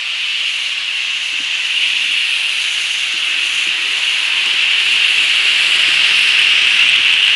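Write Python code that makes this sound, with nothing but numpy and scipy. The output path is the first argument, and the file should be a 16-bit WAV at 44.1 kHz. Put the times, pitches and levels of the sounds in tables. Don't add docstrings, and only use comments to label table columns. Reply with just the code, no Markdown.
import sys
import numpy as np
from scipy import signal
from scipy.fft import rfft, irfft, next_fast_len
from scipy.io import wavfile
from scipy.ndimage import uniform_filter1d, map_coordinates

SR = 44100
rng = np.random.default_rng(int(sys.argv[2]) if len(sys.argv) > 2 else 0)


def log_audio(samples):
    frames = np.atleast_2d(samples).T
    limited = np.clip(frames, -1, 1)
    pcm = np.round(limited * 32767).astype(np.int16)
    wavfile.write(sys.argv[1], SR, pcm)


N = 324334
TIME = np.arange(N) / SR
ABREAST_S, SIDE_M, SPEED_M_S, ACCEL_M_S2 = 6.22, 3, 2.83, .24
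CYLINDERS_M, WHEELS_M = 1.7, -1.2
SOUND_M_S = 343

# time in seconds, relative level in dB.
VALVE_BLOW = [(0, -21.5), (0.38, -18), (0.85, -20.5), (1.1, -19), (1.38, -21), (1.65, -18.5), (1.85, -15),
              (2.1, -16.0), (2.6, -17), (3.1, -18.5), (3.55, -17.5), (3.85, -18), (4.2, -15.5), (5.1, -13),
              (5.45, -14), (5.8, -12.5), (7.0, -11.5), (7.35, -11.5)]
# frequency in Hz, relative level in dB.
JET_SPECTRUM = [(300, -43), (550, -31.5), (800, -28.5), (1050, -24), (1600, -13.5), (2150, -8.5),
                (2500, -3), (2770, 0), (3000, -2), (3500, -8.5), (4400, -14.5), (5400, -22.5),
                (8000, -29.5), (12000, -64)]
# distance from the microphone to the image's path in metres, reflection strength in dB.
JET_IMAGES = [(4.13, -20.5), (4.92, -22), (7.56, -17), (8.66, -9)]
# middle in seconds, length in seconds, relative hiss in dB, relative spray in dB.
COCK_PUFFS = [(.55, 0.22, -37.5, -44), (1.17, 0.32, -38, -44.5), (1.527, 0.3, -38, -51),
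              (1.9, 0.45, -39, -42.5), (2.3, 0.5, -49, -39), (2.736, 0.3, -34, -36), (2.96, .3, -35, -40.5),
              (3.54, 0.29, -34, -38), (4.032, 0.24, -34.5, -38.5), (4.88, 0.14, -40, -38.5),
              (5.25, 0.16, -38, -40), (5.68, .4, -40, -40.5), (6.2, 0.18, -44, -37.5),
              (6.73, 0.19, -41, -49)]
# frequency in Hz, relative level in dB.
SPRAY_SPECTRUM = [(7000, -13), (8600, -0.5), (9500, 3), (10300, 3), (11000, -4), (12000, -18)]
# frequency in Hz, relative level in dB.
RUMBLE_SPECTRUM = [(20, -15), (35, -9), (72, 3.5), (95, -3), (175, 2.5), (260, 1), (500, -1), (1200, -30.5)]
# middle in seconds, length in seconds, level in dB, centre in Hz, width in Hz.
BRIEF_SWELLS = [(2.0, 0.28, -52.5, 284, 100), (3.42, .2, -52, 335.7, 101), (3.82, 0.2, -48, 367, 110),
                (4.35, 0.67, -43, 1001, 300), (5.9, 0.21, -52, 109.5, 130), (5.8, .6, -48.5, 650, 35),
                (6.526, 0.11, -48, 339, 100), (7.03, .3, -52, 175, 100)]
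# start in seconds, relative level in dB, ring pitch in Hz.
ROD_KNOCKS = [(1.329, -36.5, 323), (1.399, -31, 298), (3.137, -32, 337), (3.667, -27.5, 334),
              (3.839, -41, 420), (4.463, -32, 428), (4.536, -36, 360), (5.747, -33, 356), (5.881, -27, 314),
              (6.103, -32, 335), (6.847, -33, 270), (6.979, -33, 331)]
# multiple of the ring pitch, relative level in dB, seconds to fall 60 dB.
FRAME_MODES = [(.55, -14.5, .12), (.88, -15, .14), (1, -1.5, 0.08), (1.24, -10, 0.08)]
# start in seconds, relative level in dB.
IRON_CLANKS = [(3.14, -39), (4.46, -25.5), (4.538, -37)]


def safety_valve(tone_hz=2775, lobe_hz=4850, lobe_aim_deg=-15, lobe_spread_deg=17):
    blow_db, = curves(VALVE_BLOW)
    far, bearing = doublings(), place()[1]
    behind = np.maximum(np.sin(np.radians(bearing)), 0)
    jet = noise(JET_SPECTRUM)
    low, middle, high = below(jet, 1246), below(jet, 2145), below(jet, 3543, order=20)
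    rush_db, roar_db = -38 - 3.5 * far, -25 - 5 * far
    edge_db = -26 + 0.37 * (blow_db + 12) - 1.15 * far - 3 * behind
    parts = (low, rush_db), (middle - low, roar_db), (high - middle, blow_db - 2), (jet - high, edge_db)
    steam = sum(unit(part) * undb(db + 0.59 * walk(20)) for part, db in parts)
    tone = band(tone_hz + 12 * walk(6), width_hz=280) * undb(blow_db - 7.5)
    lobe_db = -30 - ((bearing - lobe_aim_deg) / lobe_spread_deg) ** 2
    lobe = band(lobe_hz * 2 ** (bearing / 155), width_hz=1200) * undb(lobe_db)
    splutter_db = (.5 + 1.9 * behind) * walk(380)
    return (steam + tone + lobe) * undb(splutter_db)


def reflections(jet):
    out, power, direct_m = jet, 1, place()[0]
    for image_m, db in JET_IMAGES:
        path_m = np.sqrt(direct_m ** 2 - SIDE_M ** 2 + image_m ** 2)
        delay_s = (path_m - direct_m) / SOUND_M_S
        gain = undb(db) * direct_m / path_m
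        out = out + gain * map_coordinates(jet, [(TIME - delay_s) * SR], order=3)
        power = power + gain ** 2
    return out / np.sqrt(power)


def drain_cocks(hiss_hz=6250, rise_hz=2400, hiss_db=-42, spray_db=-39):
    gone_by = (1 + np.sin(np.radians(place(CYLINDERS_M)[1]))) / 2
    shade_db = gone_by ** 4
    leak = undb(-4.5 * doublings(CYLINDERS_M) - shade_db)
    hiss_power, spray_power = (leak * undb(hiss_db)) ** 2, (leak * undb(spray_db)) ** 2
    for middle, length, coarse_db, fine_db in COCK_PUFFS:
        puff = swell(middle, length) * undb(-1)
        hiss_power += (puff * undb(coarse_db)) ** 2
        spray_power += (puff * undb(fine_db)) ** 2
    hiss = band(hiss_hz + rise_hz * gone_by, width_hz=1400)
    hiss *= np.sqrt(hiss_power) * undb(1.08 * walk(12))
    spray = noise(SPRAY_SPECTRUM) * np.sqrt(spray_power) * undb(1.08 * walk(9.2))
    sputter_db = 0.97 * walk(70)
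    return (hiss + spray) * undb(sputter_db)


def wheels(rumble_db=-47.5, drone_db=-49, drone_hz=378):
    far, body_far = doublings(WHEELS_M), doublings(CYLINDERS_M)
    rumble = noise(RUMBLE_SPECTRUM) * undb(rumble_db - 6.9 * far)
    drone = band(drone_hz - 44 * body_far, width_hz=130) * undb(drone_db - 7 * body_far)
    swells = sum(band(np.full(N, hz), width_hz) * undb(db) * swell(middle, length)
                 for middle, length, db, hz, width_hz in BRIEF_SWELLS)
    return (rumble + drone + swells) * undb(1.1 * walk(14))


def running_gear(ring_db=2, thud_db=-16):
    out = np.zeros(N)
    thud_noise = noise([(50, -23), (160, -2), (400, 0), (800, -21), (3000, -40)])
    for start, db, hz in ROD_KNOCKS:
        phase = 2 * np.pi * hz * (TIME - start)
        ring = sum(undb(mode_db) * decay(start, t60, rise=0.0032) * np.sin(ratio * phase)
                   for ratio, mode_db, t60 in FRAME_MODES)
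        thud = thud_noise * decay(start, t60=0.33, rise=0.0031)
        out += undb(db) * (undb(ring_db) * ring + undb(thud_db) * thud)
    return out


def loose_ironwork():
    out = np.zeros(N)
    tick_noise = noise([(100, -8), (1000, -3), (3000, 0), (6000, 0), (10000, -12), (12000, -22)])
    clank_noise = noise([(60, -12), (200, 4.5), (450, -12), (1000, 9), (4000, -8), (12000, -30)])
    for start, db in IRON_CLANKS:
        tick = 9 * tick_noise * decay(start, t60=.004, rise=.0002)
        clank = clank_noise * decay(start, t60=0.11, rise=0.0056)
        out += undb(db) * (tick + clank)
    return out


def place(ahead_m=0):
    since = TIME - ABREAST_S
    along = ahead_m + SPEED_M_S * since + ACCEL_M_S2 * since ** 2 / 2
    return np.hypot(along, SIDE_M), np.degrees(np.arctan(along / SIDE_M))


def doublings(ahead_m=0):
    return np.log2(place(ahead_m)[0] / SIDE_M)


def swell(middle, length):
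    return 2 ** (-2 * ((TIME - middle) / length) ** 2)


def decay(start, t60, rise):
    age = np.maximum(TIME - start, 0)
    return (1 - np.exp(-age / rise)) * np.exp(-np.minimum(np.log(1000) * age / t60, 20))


def band(centre_hz, width_hz):
    phase = 2 * np.pi * np.cumsum(centre_hz) / SR
    slow = [shape(rng.standard_normal(N), lambda f: (1 + (2 * f / width_hz) ** 4) ** -.5)
            for _ in range(2)]
    return unit(slow[0] * np.cos(phase) + slow[1] * np.sin(phase))


def noise(spectrum):
    hz, db = np.transpose(spectrum)
    return unit(shape(rng.standard_normal(N), lambda f: undb(np.interp(np.log(f), np.log(hz), db))))


def walk(rate):
    size = max(int(SR / rate), 2)
    steps = np.repeat(rng.standard_normal(N // size + 2), size)[rng.integers(size):]
    return unit(uniform_filter1d(steps, size)[:N])


def below(x, hz, order=12):
    return shape(x, lambda f: 1 / (1 + (f / hz) ** order))


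def shape(x, gain):
    size = next_fast_len(N)
    hz = np.maximum(np.arange(size // 2 + 1) * SR / size, 1)
    return irfft(rfft(x, size) * gain(hz), size)[:N]


def curves(table):
    seconds, *columns = np.transpose(table)
    return [np.interp(TIME, seconds, column) for column in columns]


def unit(x):
    return x / np.sqrt(np.mean(x ** 2))


def undb(db):
    return 10 ** (np.asarray(db) / 20)


def scene():
    steam = reflections(safety_valve()) + drain_cocks()
    return (steam + wheels() + running_gear() + loose_ironwork())[None]


def record(dry, gain_db=0.51, ceiling=.7, top_hz=12100):
    clipped = np.clip(dry * undb(gain_db), -ceiling, ceiling)
    return signal.sosfiltfilt(signal.ellip(8, .1, 50, top_hz, fs=SR, output="sos"), clipped)


dry = scene()
out = record(dry)
log_audio(out)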